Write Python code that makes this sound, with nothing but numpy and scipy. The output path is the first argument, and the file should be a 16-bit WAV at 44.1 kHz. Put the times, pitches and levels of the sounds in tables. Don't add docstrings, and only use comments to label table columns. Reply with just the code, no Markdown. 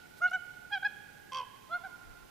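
import sys
import numpy as np
from scipy import signal
from scipy.fft import rfft, irfft
from scipy.io import wavfile
from scipy.ndimage import uniform_filter1d

SR = 44100
rng = np.random.default_rng(int(sys.argv[2]) if len(sys.argv) > 2 else 0)


def generate_wav(signal):
    frames = np.transpose(np.atleast_2d(signal))
    scaled = np.clip(frames, -1, 1) * 32767
    pcm = np.round(scaled).astype(np.int16)
    wavfile.write(sys.argv[1], SR, pcm)


def to_linear_factor(level_db):
    exponent = np.asarray(level_db, float) / 20
    return 10 ** exponent


N = 101430
LEAD = SR // 2


def at_hz(points, hz, axis=1):
    points = np.array(points)
    return np.interp(np.log(hz), np.log(points[:, 0]), points[:, axis])


def drift(rate_hz, size):
    r = np.exp(-2 * np.pi * rate_hz / SR)
    slow = signal.lfilter([1], [1, -2 * r, r * r], rng.standard_normal(size + SR))[SR:]
    return slow / slow.std()


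def band_pass(order, low_hz, high_hz, x):
    sos = signal.butter(order, [low_hz, high_hz], "band", fs=SR, output="sos")
    return signal.sosfilt(sos, x)


def puff_shape(t, centre_s, length_s):
    return np.exp(-((t - centre_s) / length_s) ** 2)


def tilt(x, balance):
    hz = np.arange(1, x.shape[1] // 2 + 2) * SR / x.shape[1]
    half = to_linear_factor(at_hz(balance, hz) / 2) * np.exp(.5j * at_hz(balance, hz, axis=2))
    return irfft(rfft(x) * [half, 1 / half], x.shape[1])


# pitch_hz, density_db_per_hz
AIR_COLOUR = [(40, -6), (130, -1), (400, -1.5), (1100, -12.5), (2000, -8.5), (4000, -13.5), (8000, -18.5),
              (15000, -18.5)]
# pitch_hz, left_minus_right_db
AIR_BALANCE = [(60, 0.0), (200, 1.5), (380, -2), (700, -5), (1290, -8), (4400, -7), (8120, -8.5),
               (15000, -17)]
# pitch_hz, likeness (-1 to 1)
AIR_ALIKE = [(60, .5), (130, .3), (290, -.45), (640, -.4), (1410, .2), (3100, .2), (6820, .25), (15000, .4)]


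def air():
    hz = np.arange(1, N // 2 + 2) * SR / N
    a, b = rfft(rng.standard_normal((2, N)))
    alike = np.clip(at_hz(AIR_ALIKE, hz), -1, 1)
    right_db = at_hz(AIR_COLOUR, hz)
    right = a * to_linear_factor(right_db)
    left = (alike * a + np.sqrt(1 - alike ** 2) * b) * to_linear_factor(right_db + at_hz(AIR_BALANCE, hz))
    x = irfft(np.array([left, right]), N)
    return to_linear_factor(-56) * x / x[1].std()


# pitch_hz, level_db, left_minus_right_db, left_polarity
HUM_TONES = [
    (118, -77.5, 5.5, 0.66),
    (427.3, -65, -3, -0.94),
    (854.6, -59.5, -7.5, -1.01),
]


def hum():
    t, out = np.arange(N) / SR, 0
    for hz, level_db, pan_db, polarity in HUM_TONES:
        level = to_linear_factor(level_db + drift(5.1, N))
        tone = level * np.sin(2 * np.pi * hz * t + 0.25 * drift(4.16, N))
        out = out + tone * [[polarity * to_linear_factor(pan_db)], [1]]
    return out


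# time_s, pitch_hz, level_db
EARLIER = [
    [(-.45, 705, -25), (-.42, 720, -35.5), (-.38, 730.6, -31.5), (-.35, 715, -57)],
    [(-.3, 714.6, -64), (-.28, 745, -33.5), (-.25, 741, -31.5), (-.22, 725, -68)],
]


def earlier_call():
    return notes(EARLIER, VOICE_A)


# pitch_hz, t60_s, level_db
ECHO_BANDS = [(406, 1.1, -11), (740, 2.3, 0), (1050, 2.67, 2), (1370, 2.69, -3.5), (2150, 1.16, 6.5),
              (3000, 1.09, 9), (6000, 0.3, -4)]
# pitch_hz, left_minus_right_db, left_leads_rad
ECHO_BALANCE = [(400, -6, 0), (1000, -7, 0), (1500, -10, -.3), (1700, -7, 0), (4000, -8, 0)]


def echo(x):
    far_db, far_delay_s, near_db, near_t60_s, alike = -16.5, 0.044, -32, 0.26, 0.65
    t, tail = np.arange(2 * SR) / SR, 0
    white = rng.standard_normal((2, 2, len(t)))
    edges_hz = 300 * 2 ** np.arange(0, 5.6, .5)
    for k, (low, high) in enumerate(zip(edges_hz, edges_hz[1:])):
        a, b = band_pass(2, low, high, white[k % 2])
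        centre_hz = np.sqrt(low * high)
        far = to_linear_factor(far_db - 60 * t / at_hz(ECHO_BANDS, centre_hz)) * np.clip(t / far_delay_s, 0, 1)
        near = to_linear_factor(near_db - 60 * t / near_t60_s) * (t > .006)
        pair = np.array([alike * a + np.sqrt(1 - alike ** 2) * b, a])
        tail = tail + to_linear_factor(at_hz(ECHO_BANDS, centre_hz, axis=2)) * (far + near) * pair
    wet = signal.fftconvolve(x[None], tail / np.sqrt(SR / 10), axes=1)
    return tilt(wet[:, LEAD:N + LEAD], ECHO_BALANCE)


# centre_s, length_s
RUSTLE_TIMES = [(.18, .02), (.279, .005), (.299, .002), (.3105, .0012), (.3335, .003), (.02, .03),
                (1.89, .008), (.3105, .001), (.185, .015)]
# pitch_hz, level_db
RUSTLE_BANDS = [
    (4500, -58),
    (3600, -48),
    (5000, -54),
    (8000, -50),
    (2000, -42),
    (3200, -59),
    (1150, -50),
    (4500, -52),
    (10500, -59),
]


def rustles():
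    t, out = np.arange(N) / SR, 0
    for (centre_s, length_s), (hz, level_db) in zip(RUSTLE_TIMES, RUSTLE_BANDS):
        noise = band_pass(2, hz / 1.4, hz * 1.4, rng.standard_normal(N))
        out = out + to_linear_factor(level_db) * puff_shape(t, centre_s, length_s) * noise
    return out * to_linear_factor(np.array([[-4], [3]]))


# pitch_hz, half_width_hz, lift_db
THROAT = [(3370, 170, 13), (6250, 300, 12)]


def throat(hz):
    return sum(db / (1 + ((hz - centre_hz) / width_hz) ** 2) for centre_hz, width_hz, db in THROAT)


def span(rows):
    s, hz, db = np.transpose(rows)
    i = np.arange(int(s[0] * SR), int(s[-1] * SR))

    def smooth(column):
        return uniform_filter1d(np.interp(i / SR, s, column), size=90, mode="nearest")

    edge = np.minimum(1, np.minimum(i - i[0], i[-1] - i) / (.004 * SR))
    return i + LEAD, i / SR, smooth(hz), smooth(db) + 4.0, edge


def notes(pair, voices, beak_closes_db_per_s=0):
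    out = np.zeros(N + LEAD)
    for rows, voice in zip(pair, voices):
        i, t, hz, db, edge = span(rows)
        turn = 2 * np.pi * np.cumsum(hz * (1 + .004 * drift(110, len(i)))) / SR
        peak = db.argmax()
        breath = band_pass(1, 1200, 7450, rng.standard_normal(len(i)))
        out[i] += edge * to_linear_factor(db - 44.5) * breath
        closing_s = np.maximum(t - t[peak] + .01, 0)
        for partial, level_db in enumerate(voice, 1):
            follows = {1: .55, 2: 1}.get(partial, 1.3)
            waver_db = 1.1 * np.sqrt(max(partial - 2, 0)) * drift(40, len(i))
            if partial > 4:
                waver_db = waver_db - beak_closes_db_per_s * closing_s
            waver_db = waver_db + throat(partial * hz) - throat(partial * hz[peak])
            level = to_linear_factor(db[peak] + level_db + follows * (db - db[peak]) + waver_db)
            out[i] += edge * level * np.sin(partial * turn)
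    return out


# time_s, pitch_hz, second_partial_level_db
PAIR_A = [
    [(.203, 579, -60.5), (.213, 649, -50), (.221, 705, -31), (.229, 709, -31.5), (.239, 710.4, -26.5),
     (.253, 729.7, -25.5), (.264, 739.6, -25.5), (.277, 723, -37), (.289, 690, -40)],
    [(.311, 715, -46), (.318, 715.4, -32), (.324, 720, -42.5), (.330, 729, -38), (.334, 766, -33),
     (.344, 747, -30.5), (.358, 746, -29.5), (.369, 713, -40.5), (.382, 697, -55)],
]
VOICE_A = [
    [-18.5, 1, -19, -27, -42, -50.5, -45, -40, -39],
    [-15.5, -0.5, -18, -20.5, -35.5, -50, -41, -35.5, -42, -40],
]
# time_s, pitch_hz, level_db
CRACK = [
    [(.27, 750, -62), (.277, 700, -54), (.285, 690, -56), (.3, 720, -60)],
]
CRACK_VOICE = [
    [-30, -20, -6, 0, -12, -11],
]


def first_pair():
    return notes(PAIR_A, VOICE_A, 650) + notes(CRACK, CRACK_VOICE)


# time_s, pitch_hz, second_partial_level_db
PAIR_B = [
    [(.705, 796, -61), (.714, 852, -51.5), (.722, 802, -39), (.73, 818, -32), (.742, 827, -31),
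     (.758, 780, -33), (.768, 766, -38.5), (.779, 749, -35.5), (.79, 755, -72)],
    [(.82, 802, -53), (.826, 809, -50), (.832, 773.4, -32.5), (.839, 749.6, -45), (.845, 767, -37.5),
     (.851, 829.6, -29), (.868, 833.6, -29.5), (.874, 807, -36.5), (.883, 713, -61)],
]
VOICE_B = [
    [-10.5, -2, -15, -9, -24.5, -28, -35.5, -47],
    [-14.5, 1.5, -17, -18.5, -27.5, -32.5],
]


def second_pair():
    return notes(PAIR_B, VOICE_B, 60)


# time_s, second_partial_pitch_hz, level_db
CROAK = [(1.313, 1054, -72), (1.322, 1050, -41), (1.338, 1027, -41), (1.36, 1056, -35.5),
         (1.385, 1041, -36.5), (1.406, 1007, -33.5), (1.42, 999, -39), (1.432, 996, -42), (1.45, 945, -59)]
# multiple_of_fundamental, level_db
CROAK_VOICE = [(1, -20), (2, 0.0), (3, -15), (4.15, -16), (5.03, -11), (6.15, -4), (6.7, -22), (7.65, -22),
               (9.05, -10), (10.7, -13), (11.2, -13), (12.1, -22), (14, -28), (16, -30), (18, -27)]
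# time_s, strength_db, rest_until_next_db, low_voice_dip (0-1)
SLAPS = [(1.3203, 0, -20, .25), (1.3318, 3, -22, .35), (1.3455, 2, -17, .5), (1.3575, -2, -15, .35),
         (1.3703, -2, -9, .5), (1.3843, -3, -11, .55), (1.3975, -8, -11, .75), (1.4118, -10, -7, .85),
         (1.4255, -13, -5, .8), (1.438, -20, -4, .5), (1.451, -24, -4, .3)]


def croak():
    out = np.zeros(N + LEAD)
    i, t, hz, db, edge = span(CROAK)
    slap_s, slap_db, rest_db, depth = np.transpose(SLAPS)
    n = np.arange(len(slap_s))
    nth = np.interp(t, slap_s, n).astype(int)
    since_s = np.where(t > slap_s[0], t - slap_s[nth], 1)
    burst = np.exp(-since_s / .0035) * np.minimum(since_s / .0008, 1)
    flare = uniform_filter1d((to_linear_factor(rest_db[nth]) + burst) * to_linear_factor(slap_db[nth]), size=20)
    count = np.interp(t - .002, slap_s, n)
    slap_cycle = 2 * np.pi * count
    dip = 1 - np.clip(np.interp(count, n, depth), 0, .95) * (.5 + .5 * np.cos(slap_cycle))
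    turn = np.pi * np.cumsum(uniform_filter1d(hz, size=600, mode="nearest")) / SR
    chirped = turn - .16 * np.sin(slap_cycle)
    for multiple, level_db in CROAK_VOICE:
        if multiple < 2.5:
            rasp_rad, chop = .12, dip
        else:
            uneven = to_linear_factor(1.5 * rng.standard_normal(12))[nth]
            rasp_rad, chop = .11, (flare * uneven) ** (1.8 if multiple > 7 else 1)
        rasp = rasp_rad * multiple * drift(100, len(i))
        out[i] += edge * to_linear_factor(db + level_db) * chop * np.cos(multiple * chirped + rasp)
    return out


# time_s, pitch_hz, second_partial_level_db
PAIR_C = [
    [(1.69, 611.5, -67), (1.708, 653.5, -49), (1.722, 695, -38.5), (1.734, 682.8, -34),
     (1.748, 717.2, -32.5), (1.762, 705.3, -33.5), (1.772, 709, -40.5), (1.784, 648, -54)],
    [(1.831, 692, -67), (1.838, 740, -50), (1.85, 785, -44.5), (1.861, 754.5, -46), (1.868, 737, -44.5),
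     (1.877, 727, -50)],
]
VOICE_C = [
    [-14, 0, -22.5, -31, -26, -26],
    [-4, 0.0044, -20.5, -25.5, -23, -24],
]


def last_pair():
    return notes(PAIR_C, VOICE_C, 550)


# centre_s, length_s, level_db
PUFFS = [
    (1.89, .04, -66),
    (2.09, .045, -53),
    (2.22, .04, -58),
]


def wind():
    t = np.arange(N) / SR
    low = band_pass(2, 25, 55, rng.standard_normal((2, N)))
    swell = sum(to_linear_factor(db) * puff_shape(t, centre_s, length_s) for centre_s, length_s, db in PUFFS)
    return swell * low / low.std()


# pitch_hz, left_minus_right_db, left_leads_rad
BIRD_BALANCE = [(520, -7, .5), (740, -10, .5), (830, -7, .7), (1040, -2, .3), (1450, -2, .55),
                (1660, 0, .1), (2400, -2.5, 0), (3100, -7, .15)]


def scene():
    facing = earlier_call() + first_pair() + second_pair() + croak()
    turned = last_pair()
    direct = tilt(np.array([(facing + turned)[LEAD:]] * 2), BIRD_BALANCE)
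    returns = echo(facing + to_linear_factor(4.5) * turned)
    return air() + hum() + returns + rustles() + direct + wind()


def band_limit(x):
    return signal.sosfilt(signal.butter(12, 15710, fs=SR, output="sos"), x)


def record(dry):
    mix = signal.sosfilt(signal.cheby2(12, 60, 16200, fs=SR, output="sos"), dry)
    return band_limit(mix)


dry = scene()
out = record(dry)
generate_wav(out)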